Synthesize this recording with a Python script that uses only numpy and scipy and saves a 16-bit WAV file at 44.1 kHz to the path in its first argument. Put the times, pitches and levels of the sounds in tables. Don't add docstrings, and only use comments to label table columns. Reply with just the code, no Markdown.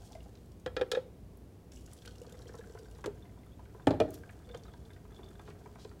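import sys
import numpy as np
from scipy import signal
from scipy.fft import rfft, irfft, next_fast_len
from scipy.io import wavfile
from scipy.ndimage import map_coordinates

SR = 44100
rng = np.random.default_rng(int(sys.argv[2]) if len(sys.argv) > 2 else 0)


def wav_out(sig):
    wavfile.write(sys.argv[1], SR, np.round(np.clip(np.atleast_2d(sig).T, -1, 1) * 32767).astype(np.int16))


def boost_factor(decibels):
    exponent = np.asarray(decibels, float) / 20
    return 10 ** exponent


N = 264578

# frequency in Hz, width in Hz, level in dB.
GLASS_RESONANCES = [(698, 47, 6.5), (1030, 62, -6), (1250, 47, -21), (1590, 53, -4), (2050, 430, -41)]
# time in seconds, frequency in Hz.
AIR_COLUMN = [(0, 480), (2.2, 475), (2.8, 440), (3.3, 415), (4.5, 470), (5.2, 400), (6, 420)]


def unit(x):
    return x / np.sqrt(np.mean(x ** 2) + 1e-20)


def along(points, hz):
    f, v = np.transpose(points)
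    return np.interp(np.log(hz + 1), np.log(f + 1), v)


def filtered(x, response):
    m = next_fast_len(len(x) + min(len(x) // 2, 8192))
    hz = np.fft.rfftfreq(m, 1 / SR)
    return irfft(rfft(x, m) * response(hz), m)[:len(x)]


def resonances(peaks):
    def response(f):
        total = 0
        for k, (hz, width, db) in enumerate(peaks):
            damping = 1j * f * width
            total = total + (-1) ** k * boost_factor(db) * damping / (hz * hz - f * f + damping)
        return total
    return response


def add(track, s, sound):
    part = track[round(s * SR):][:len(sound)]
    part += sound[:len(part)]


def wobble(rate):
    knots = rng.standard_normal(int(N * rate / SR) + 4)
    return map_coordinates(knots, [np.arange(N) * rate / SR])


def uneven(spread_db):
    return boost_factor(spread_db * rng.standard_normal(N).clip(-2, 2))


def burst(t, t60, hz, width_hz):
    band = resonances([(hz, width_hz, 0)])
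    noise = rng.standard_normal(len(t)) * boost_factor(-60 * t / t60)
    return filtered(noise, lambda f: band(f) ** 3)


def ring(modes, t, attack, scatter_db, turn=0.16):
    tones = 0
    for k, (hz, db, t60) in enumerate(modes):
        strength, phase = rng.standard_normal(2)
        level = boost_factor(db + scatter_db * strength - 60 * t / t60)
        tones = tones + (-1) ** k * level * np.sin(2 * np.pi * (hz * t + turn * phase))
    return tones * (1 - np.exp(-t / attack))


def room(x, wet_db):
    # frequency in Hz, t60 in seconds.
    tiles = [(100, 1), (500, 0.34), (2000, 0.42), (6000, 0.26), (14000, 0.35)]
    hz, t, z = signal.stft(rng.standard_normal(SR // 2), SR, nperseg=256)
    decay = boost_factor(-60 * t / along(tiles, hz)[:, None])
    tail = signal.istft(z * decay, SR, nperseg=256)[1]
    delayed = np.pad(x, (250, 0))
    wet = boost_factor(wet_db) * signal.fftconvolve(delayed, tail / np.linalg.norm(tail))
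    wet[:len(x)] += x
    return wet


def knocks(table, body, wall, attack, body_db, rough_db, wall_db, wet_db, thud_db):
    # frequency in Hz, level in dB, t60 in seconds.
    slab = [(70, -6, .15), (97, -1, .15), (118, -2, .16), (160, -1, .14), (220, -5, .1)]
    settle_db = 4
    out, t = np.zeros(N), np.arange(SR // 4) / SR
    for k, (s, db, hollow_db, sharp_db, bright_db) in enumerate(table):
        crack = boost_factor(3.5) * burst(t, 0.049, 1330, 2330)
        crack += boost_factor(sharp_db + 1.5) * burst(t, 0.038, 3530, 3130)
        crack += boost_factor(bright_db + 4.5) * burst(t, 0.037, 6760, 6500)
        hollow = ring(body, t, attack, scatter_db=3.5, turn=0.1)
        hollow += boost_factor(rough_db) * burst(t, 0.18, 380, 910)
        thud = boost_factor(thud_db - settle_db * k) * ring(slab, t, 0.0016, scatter_db=-0.5, turn=0.025)
        blow = boost_factor(db) * (crack + boost_factor(hollow_db + body_db) * hollow) + thud
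        add(out, s, room(blow, wet_db))
        rattle = 0.94 + 0.56 * map_coordinates(rng.standard_normal(80), [t * 240])
        add(out, s, boost_factor(db + wall_db) * ring(wall, t, 0.0015, scatter_db=2.5) * rattle)
    return out


def drops(table, cycles, rise, spray_s, spray_db, level_db, spread=1.44):
    out, t = np.zeros(N), np.arange(SR // 12) / SR
    for s, db, hz in table:
        life = cycles / hz
        tone = np.sin(2 * np.pi * hz * t * (1 + rise * t / life))
        bubble = tone * np.exp(-t / life) * (1 - np.exp(-3 * t / life))
        spray = boost_factor(spray_db) * burst(t, spray_s, hz, spread * hz)
        add(out, s, boost_factor(db + level_db) * (bubble + spray))
    return out


def kitchen():
    # frequency in Hz, level in dB per Hz.
    tone_spectrum = [(20, -16), (38, -33), (50, 0.5), (100, -6), (170, -8.5), (250, -12), (390, -16.5),
                     (440, -18.5), (700, -24), (1370, -36.5), (2350, -39.5), (3250, -42), (9800, -46),
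                     (15500, -47.5)]
    # frequency in Hz, width in Hz, level in dB.
    hum_lines = [(60.13, 0.83, 1.5), (115.8, 5.6, -10), (92, 7.9, -4.5), (400, 25, -18.5)]
    air = unit(filtered(rng.standard_normal(N), lambda f: boost_factor(along(tone_spectrum, f))))
    lines = resonances(hum_lines)
    hum = unit(filtered(rng.standard_normal(N), lambda f: lines(f) * (f > 45)))
    motor_hz = 58 + 1.44 * wobble(2.66)
    motor = np.sin(2 * np.pi * np.cumsum(motor_hz) / SR)
    return boost_factor(-52) * (boost_factor(-1.5) * air + boost_factor(-6.5) * hum + boost_factor(-5.5) * motor)


def flow(now):
    # time in seconds, flow in dB, weight of its slaps against the flow in dB.
    stretches = [
        [(0.0, -60.5, 3), (0.378, -72, 0.5), (0.62, -82, -5)],
        [(1.715, -64, -23), (1.993, -66.5, 0.5), (2.481, -69, 8.5), (3.02, -69.5, 6)],
        [(3.14, -71, 12.5), (3.522, -77, 6.5), (3.85, -75, 12.5)],
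        [(4.08, -63.5, 9.5), (4.244, -68.5, 8.5), (5.036, -73.5, 9.5), (5.234, -68.5, 11.5), (6.0, -70, 5)],
    ]
    level = np.zeros((2, len(now)))
    for rows in stretches:
        s, flow_db, weight_db = np.transpose(rows)
        for gain, curve in zip(level, (flow_db, flow_db + weight_db)):
            gain += boost_factor(np.interp(now, s, curve, left=-120, right=-120))
    return level


def stream():
    # frequency in Hz, level in dB per Hz.
    fizz = [(2000, -6), (2530, -2), (3280, 8), (3710, 2.5), (4340, 4), (7640, 4), (12000, -6), (16000, -9)]
    # frequency in Hz, width in Hz, level in dB.
    foam_sizes = [(3200, 1700, -4.5), (6600, 3400, 7.5), (11000, 5700, 2)]
    fall_s = (1.715, 3.02)
    now = np.arange(N) / SR
    thin, heavy = flow(now)

    clumps = boost_factor(2.4 * wobble(45) + 4.1 * wobble(300))
    spray = unit(filtered(rng.standard_normal(N), lambda f: boost_factor(along(fizz, f))) * clumps)
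    crackle_per_s = 350
    pops = (rng.random(N) < crackle_per_s / SR) * uneven(6) * rng.choice([-1, 1], N)
    sizes, t = rng.integers(len(foam_sizes), size=N), np.arange(SR // 100) / SR
    foam = np.zeros(N)
    for k, (hz, width, db) in enumerate(foam_sizes):
        pop = unit(burst(t, 0.0095, hz, width))
        foam += boost_factor(db) * signal.fftconvolve(pops * clumps * (sizes == k), pop)[:N]
    spray += boost_factor(-2.0) * unit(foam) * (now > fall_s[0]) * (now < fall_s[1])

    slaps_per_s = 300
    slaps = (rng.random(N) < slaps_per_s / SR) * rng.standard_normal(N)
    slosh = unit(filtered(slaps, resonances(GLASS_RESONANCES)))
    column_hz = np.interp(now, *np.transpose(AIR_COLUMN)) + 18 * wobble(30)
    air = unit(wobble(45) * np.sin(2 * np.pi * np.cumsum(column_hz) / SR))
    return boost_factor(-5.5) * thin * spray + heavy * (boost_factor(-9.5) * slosh + boost_factor(-5.5) * air)


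def patter():
    drops_per_s = 90
    when = (rng.random(N) < drops_per_s / SR) * uneven(5)
    kinds, t = rng.integers(4, size=N), np.arange(SR // 20) / SR
    ticks = np.zeros(N)
    for k in range(4):
        tick = burst(t, 0.025, hz=1400, width_hz=1300)
        ticks += signal.fftconvolve(when * (kinds == k), tick)[:N]
    heavy = flow(np.arange(N) / SR)[1]
    return boost_factor(-16) * heavy * unit(ticks)


def scuffs():
    # start in seconds, length in seconds, level in dB, centre in Hz.
    strokes = [(0.033, 0.07, -64.5, 6260), (0.22, .03, -76, 7500), (2.047, 0.029, -60, 4600),
               (2.467, 0.047, -65, 5300), (2.781, 0.033, -64.5, 4870), (4.135, 0.035, -72, 11000),
               (4.129, 0.047, -58, 4900), (5.446, 0.083, -68, 3500), (5.774, 0.12, -63.5, 4200)]
    out = np.zeros(N + SR)
    for s, length, db, hz in strokes:
        swell = np.hanning(round(0.75 * length * SR)) ** 0.5
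        knots = rng.standard_normal(60)
        grain = boost_factor(0.54 * map_coordinates(knots, [np.arange(len(swell)) * 400 / SR]))
        steady = unit(burst(np.zeros(len(swell)), 1, hz, 1.5 * hz))
        add(out, s, boost_factor(db) * swell * grain * steady)
    return out[:N]


def hand_ticks():
    # time in seconds, peak in dB, pitch in Hz.
    ticks = [(0.075, -48, 4300), (0.5182, -50, 5420), (0.598, -50.5, 6330), (1.3712, -49.5, 11600),
             (4.3076, -52.5, 8630), (4.4902, -51, 4420), (4.5735, -44, 5950), (4.6354, -45.5, 4550),
             (4.7361, -48, 4150), (4.8514, -52, 4010), (4.9332, -48, 3920), (5.1457, -50, 4000),
             (5.243, -49, 4560), (5.2874, -49, 6250), (5.3936, -52, 4500), (5.502, -53, 4570),
             (5.7967, -52, 5170), (5.8476, -42, 3960), (5.893, -48, 4570), (0.2049, -45.5, 2800)]
    return drops(ticks, 5.7, 0.0052, 0.031, spray_db=-1.0, level_db=-5.5, spread=1.3)


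def splats():
    # time in seconds, peak in dB, pitch in Hz.
    free_blobs = [(0.112, -50.5, 810), (0.151, -42.5, 608), (0.259, -51.5, 775), (1.721, -52.5, 1890),
                  (1.876, -55, 1440), (1.922, -54, 1150), (2.051, -52, 1900), (2.074, -46, 1393),
                  (2.246, -49, 1096), (2.342, -50, 1030), (2.393, -49, 1070), (2.492, -48.5, 1660),
                  (2.541, -41, 1030), (2.61, -55, 1670), (2.639, -50, 1415), (2.751, -44, 995),
                  (2.774, -51, 1420), (2.954, -51.5, 1450), (2.987, -48, 1030), (3.249, -51, 972),
                  (3.373, -53, 950), (3.464, -56, 1250), (3.593, -45.5, 1000), (3.655, -52.5, 1445),
                  (3.695, -57, 1640), (3.747, -46, 974), (3.797, -45.5, 1000)]
    # time in seconds, peak in dB, pitch in Hz.
    mesh_blobs = [(4.1064, -68, 1040), (4.2348, -54, 991), (4.2931, -43, 1590), (4.4927, -44.5, 1530),
                  (4.5421, -39, 1004), (4.6523, -47.5, 1190), (4.6813, -44.5, 1204), (4.7366, -49.5, 903),
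                  (4.9038, -50, 1570), (4.9631, -50, 1490), (5.0519, -53, 1200), (5.1183, -51.5, 1180),
                  (5.1472, -63, 1020), (5.1911, -48, 1010), (5.2305, -51, 1040), (5.3527, -55, 1580),
                  (5.3946, -42, 1023), (5.477, -39, 1030), (5.5044, -46, 1640), (5.658, -41, 964),
                  (5.7568, -44.5, 1000), (5.7857, -45, 1010), (5.8486, -49, 990), (5.914, -49.5, 1300)]
    blobs = drops(free_blobs + mesh_blobs, 7, 0.018, 0.06, spray_db=7.0, level_db=-4.5, spread=1.25)
    return blobs + boost_factor(8.5) * filtered(blobs, resonances(GLASS_RESONANCES))


def droplets():
    # time in seconds, peak in dB, pitch in Hz.
    fingers = [(0.1216, -46, 5800), (0.1296, -46, 3400), (0.1496, -49, 5100), (0.2314, -58, 8500),
               (0.2405, -56, 4860), (0.288, -71, 3150), (0.3536, -48, 4020), (0.3726, -53, 3630),
               (0.4589, -59, 7590)]
    # time in seconds, peak in dB, pitch in Hz.
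    bursting = [(1.7193, -45.5, 5500), (1.7593, -56, 6270), (1.7762, -54, 7100), (1.8091, -55, 6700),
                (1.8206, -58, 4440), (1.8401, -61, 6760), (1.862, -46, 6750), (1.9229, -60, 6910),
                (1.9329, -52, 6780), (1.9334, -45, 9500), (1.9668, -58, 5960), (1.9718, -58, 6030),
                (1.9872, -52, 4450), (2.02, -53, 5300), (2.0586, -58, 4200), (2.0583, -46.5, 9150),
                (2.0765, -39, 4350), (2.109, -50, 4300), (2.1578, -51, 5800), (2.182, -47, 5260),
                (2.2167, -65, 4200), (2.2167, -50, 6740), (2.2656, -66, 7040), (2.2658, -48.5, 4350),
                (2.2965, -52, 7600), (2.3235, -46.5, 7350), (2.3704, -56, 4480), (2.3908, -49, 5750),
                (2.4113, -57, 7430), (2.4183, -55, 4220), (2.4557, -56, 4300), (2.4806, -55, 5640),
                (2.4811, -50, 4300), (2.538, -52, 5240), (2.5524, -48, 6570), (2.587, -52, 5930),
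                (2.6462, -66, 7630), (2.6582, -59, 6000), (2.6716, -52, 5990), (2.6966, -52, 4330),
                (2.7463, -53, 5950), (2.7884, -57, 7500), (2.7884, -48, 4710), (2.8258, -65, 4320),
                (2.856, -55, 4230), (2.8842, -56, 4620), (2.9121, -52, 7400), (2.9485, -57, 5670),
                (2.9835, -60, 6010), (3.0079, -59, 6360)]
    return drops(bursting + fingers, 10, 0.004, 0.022, spray_db=3, level_db=-4, spread=1.2)


def low_clinks():
    # time in seconds, peak in dB.
    touches = [(0.1521, -54.5), (3.2544, -61), (3.2954, -66), (3.4336, -59.5)]
    second_mode_hz = 2060
    pitched = [(s, db, second_mode_hz) for s, db in touches]
    return drops(pitched, 11, 0.001, 0.015, spray_db=6, level_db=2.5)


def rim_knocks():
    # time in seconds, crack peak in dB, then hollow, sharp and bright parts in dB against the crack.
    blows = [(0.6614, -31, -1, -4, -20.5), (0.7658, -29.5, -2, 0.5, -36), (0.7944, -46.5, 10, -10, -19),
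             (0.8119, -30, 1.5, -3, -20.5), (0.9158, -29.5, -8.5, 9.5, -5), (0.9317, -46, 13.5, -23, -26),
             (0.9492, -33, -4.5, -2, -32), (0.9714, -40, 5.5, -18, -33)]
    # frequency in Hz, level in dB, t60 in seconds.
    hollow_jar = [(300, -13.5, 0.067), (393, -7.5, 0.079), (436, -0.5, 0.036), (506, 4.5, 0.067),
                  (583, -29, 0.018), (715, -21, 0.089), (803, -4.5, 0.027)]
    # frequency in Hz, level in dB, t60 in seconds.
    glass_wall = [(1338, -2.5, 0.14), (1686, 6, 0.068), (1890, -14, 0.14), (2453, -1.5, 0.061),
                  (3230, -7, 0.089), (3400, 9, 0.018), (3720, 5.5, 0.027), (5020, -13, 0.045)]
    return knocks(blows, hollow_jar, glass_wall, 0.004, body_db=7, rough_db=-7,
                  wall_db=-13.0, wet_db=-14, thud_db=-45.5)


def snaps():
    # time in seconds, peak in dB, pitch in Hz.
    wires = [(0.8764, -61, 10400), (3.1552, -54, 7430), (3.4615, -54, 10700), (3.7459, -57, 12300),
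             (3.9454, -56, 12200), (4.1056, -43, 12500), (4.1061, -41, 7400), (4.1415, -38, 11400),
             (4.327, -56, 7000), (4.435, -63, 7500), (4.564, -59, 8500), (4.6493, -56, 8000),
             (4.714, -60, 8000), (4.802, -63, 7000), (4.9112, -56, 8420), (4.9337, -56, 8410),
             (5.3063, -54, 8610)]
    return drops(wires, 6, 0.004, 0.013, spray_db=2.5, level_db=-5.0, spread=0.84)


def flecks():
    # time in seconds, peak in dB, pitch in Hz.
    flicks = [(1.7193, -60, 2610), (1.7702, -53, 2850), (1.8016, -63, 2990), (1.8425, -66, 2900),
              (1.862, -60, 4000), (1.8764, -57, 2800), (1.9183, -59, 1940), (1.9667, -63, 3110),
              (1.9877, -54, 3250), (2.0206, -49.5, 3250), (2.059, -47, 3170), (2.0765, -46, 3240),
              (2.1089, -58, 3270), (2.1538, -53, 2800), (2.2172, -55, 2860), (2.2655, -55, 3290),
              (2.2925, -51, 3150), (2.3229, -50, 3560), (2.3414, -54, 2020), (2.3718, -59, 3140),
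              (2.3833, -55, 3220), (2.4187, -53, 3930), (2.4551, -56, 1980), (2.4701, -51, 3170),
              (2.5389, -68, 2050), (2.5524, -60, 1880), (2.5863, -51, 3890), (2.6068, -63, 1960),
              (2.6367, -73, 1900), (2.6646, -63, 1980), (2.6961, -59, 1900), (2.7465, -57, 3230),
              (2.7709, -66, 2400), (2.7884, -59, 3480), (2.8467, -58, 3540), (2.9141, -57, 2870),
              (2.9505, -55, 4000), (2.9859, -66, 3570)]
    return drops(flicks, 10, 0.004, 0.041, spray_db=1.5, level_db=-2, spread=0.99)


def neck_pings():
    # time in seconds, peak in dB, pitch in Hz.
    pings = [(2.0283, -60, 1540), (2.0507, -52, 1580), (2.073, -49, 1492), (2.1315, -71, 1520),
             (2.2099, -67, 1530), (2.2493, -62, 1760), (2.281, -62, 1600), (2.3046, -56, 1480),
             (2.3413, -60, 1755), (2.3934, -64, 1540), (2.4239, -58, 1660), (2.4553, -63, 1560),
             (2.4915, -49, 1640), (2.541, -48, 1300), (2.586, -53, 1560), (2.6104, -48, 1660),
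             (2.639, -54, 1470), (2.6683, -57, 1660), (2.6962, -58, 1550), (2.7466, -65, 1570),
             (2.7741, -51, 1490), (2.856, -54, 1560), (2.8823, -63, 1410), (2.9537, -62, 1480),
             (2.9896, -61, 1530)]
    return drops(pings, 10.4, 0.0039, 0.03, spray_db=4, level_db=0.0, spread=0.72)


def glugs():
    # time in seconds, peak in dB.
    pumps = [(2.077, -49), (2.176, -55), (2.215, -42), (2.271, -44), (2.32, -47), (2.344, -45.5),
             (2.397, -47), (2.458, -45.5), (2.495, -45.5), (2.544, -42.5), (2.591, -39.5), (2.669, -46.5),
             (2.699, -44.5), (2.75, -42), (2.795, -44), (2.826, -46), (2.986, -48), (3.749, -44),
             (4.481, -50), (4.502, -44), (4.547, -43), (4.68, -55), (5.039, -55), (5.193, -45.5),
             (5.236, -49), (5.485, -43.5), (5.502, -44), (5.661, -47.5), (5.851, -40), (5.873, -49)]
    column = [(s, db, np.interp(s, *np.transpose(AIR_COLUMN))) for s, db in pumps]
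    return drops(column, 3.33, 0.0054, 0.15, spray_db=-5, level_db=5.5)


def sieve_knocks():
    # time in seconds, crack peak in dB, then hollow, sharp and bright parts in dB against the crack.
    blows = [
        (3.0415, -32, -9, -23, -22),
        (3.0594, -41, 8, 5.5, -2),
        (3.0734, -56.5, 21.5, -16, -18),
        (4.5463, -43.5, -2, 0, -15),
    ]
    # frequency in Hz, level in dB, t60 in seconds.
    bowl = [(325, -4, 0.089), (409, 3.5, 0.06), (440, 14, 0.014), (490, 7, 0.036), (597, 1.5, 0.025)]
    # frequency in Hz, level in dB, t60 in seconds.
    rim = [(950, 0, 0.11), (1180, 18, 0.014), (1300, -4, 0.09), (1627, 7, 0.052), (2326, -17, 0.022),
           (3220, -43, 0.042), (3360, -5, 0.029), (4200, -38, 0.024)]
    return knocks(blows, bowl, rim, 0.0038, body_db=1.0, rough_db=1.0,
                  wall_db=-15.5, wet_db=-15.0, thud_db=-49)


def clinks():
    # time in seconds, peak in dB, pitch in Hz.
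    touches = [(3.2236, -55.5, 3510), (3.3882, -68, 3530), (3.466, -66, 3510), (3.5184, -61, 3300),
               (3.5314, -62, 3520), (3.8202, -61, 3520), (4.4478, -60, 3520), (4.4902, -55, 3510),
               (4.5131, -52, 3520), (4.5461, -52, 3140), (4.5644, -55, 3530), (4.594, -62, 3480),
               (4.6394, -61, 3520), (4.6658, -59, 3900), (4.6794, -61, 3540), (4.7167, -61, 3360),
               (4.7371, -60, 3480), (4.8014, -69, 3380), (4.8539, -58.5, 3500), (4.9043, -59, 3500),
               (4.9337, -61, 3550), (5.1233, -61, 3460), (5.1457, -62, 3510), (5.1637, -52.5, 3420),
               (5.1794, -62, 3480), (5.232, -51.5, 3510), (5.2614, -56, 3490), (5.2854, -56, 3490),
               (5.3308, -69, 3460), (5.3537, -58, 3470), (5.3936, -57, 3490), (5.6396, -71, 3460),
               (5.7962, -56, 3830)]
    return drops(touches, 18, 0.0023, 0.023, spray_db=-0.5, level_db=2.5, spread=0.62)


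def handle():
    # time in seconds, peak in dB.
    steadying = [(3.594, -56), (3.6546, -53), (3.696, -59), (3.7464, -59), (3.7674, -59), (3.797, -52)]
    # time in seconds, peak in dB.
    taps = [(4.2354, -47), (4.292, -55), (4.491, -50), (4.5468, -50), (4.738, -48.5), (4.9038, -55.5),
            (4.963, -58), (5.0519, -59), (5.1906, -51.5), (5.353, -55), (5.3946, -45), (5.4764, -57),
            (5.5044, -49), (5.659, -51), (5.7568, -58), (5.849, -44), (5.914, -57)]
    # frequency in Hz, level in dB, t60 in seconds.
    frame = [(1000, -4, .025), (1580, 0, .03), (2290, -4, .018), (3050, -12, .015)]
    out, t = np.zeros(N), np.arange(SR // 10) / SR
    for s, db in taps + steadying:
        tap = ring(frame, t, 0.00055, scatter_db=6.5) + boost_factor(6) * burst(t, 0.02, 1750, 2500)
        add(out, s, boost_factor(db - 8.5) * tap)
    return out


def set_down():
    # time in seconds, crack peak in dB, then hollow, sharp and bright parts in dB against the crack.
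    landing = [
        (3.8701, -23.5, 4.5, -9.5, -19.5),
        (3.8779, -37, 2.4, -16, -13),
        (3.907, -35.5, 9.7, 1, -17),
        (3.9358, -47.5, 14.3, -16, -24),
    ]
    rocking = [
        (4.0012, -30.5, 9, 0, -12),
        (4.0099, -33, 13.4, -25, -32.5),
        (4.0193, -45, 16, -2, -29),
    ]
    # frequency in Hz, level in dB, t60 in seconds.
    first_edge = [(266, -7, 0.088), (284, 1.5, 0.046), (400, 0.5, 0.073), (440, -5, 0.06), (488, 6, 0.028),
                  (613, 5.5, 0.033), (735, -5, 0.036), (820, -1.5, 0.056), (891, -10, 0.072)]
    # frequency in Hz, level in dB, t60 in seconds.
    other_edge = [(271, -14, 0.13), (304, -5, 0.1), (380, -0.5, 0.073), (465, 0.5, 0.072),
                  (523, -13, 0.038), (634, 4, 0.051), (733, -17, 0.039)]
    # frequency in Hz, level in dB, t60 in seconds.
    base = [(1300, 3.5, 0.046), (1660, -10, 0.037), (1784, -3, 0.053), (2410, 3, 0.037), (2950, 6, 0.023),
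            (3310, 2.5, 0.026), (5110, -6, 0.031)]
    hits = knocks(landing, first_edge, base, 0.003, body_db=1.0, rough_db=2,
                  wall_db=-12.5, wet_db=-11.5, thud_db=-27)
    return hits + knocks(rocking, other_edge, base, 0.0013, body_db=-0.5, rough_db=-5.5,
                         wall_db=-7.5, wet_db=-12, thud_db=-35.5)


def scene():
    pour = stream() + patter() + scuffs() + hand_ticks() + splats() + droplets() + low_clinks()
    pour += snaps() + flecks() + neck_pings() + glugs() + clinks() + handle()
    hits = rim_knocks() + sieve_knocks() + set_down()
    return (kitchen() + hits + room(pour, wet_db=-9.5)[:N])[None]


def roll_off(x):
    return signal.sosfilt(signal.butter(12, 16600, fs=SR, output="sos"), x)


def record(dry):
    top_hz = 15850
    mix = filtered(dry[0], lambda f: f < top_hz)[None]
    return roll_off(mix)


dry = scene()
out = record(dry)
wav_out(out)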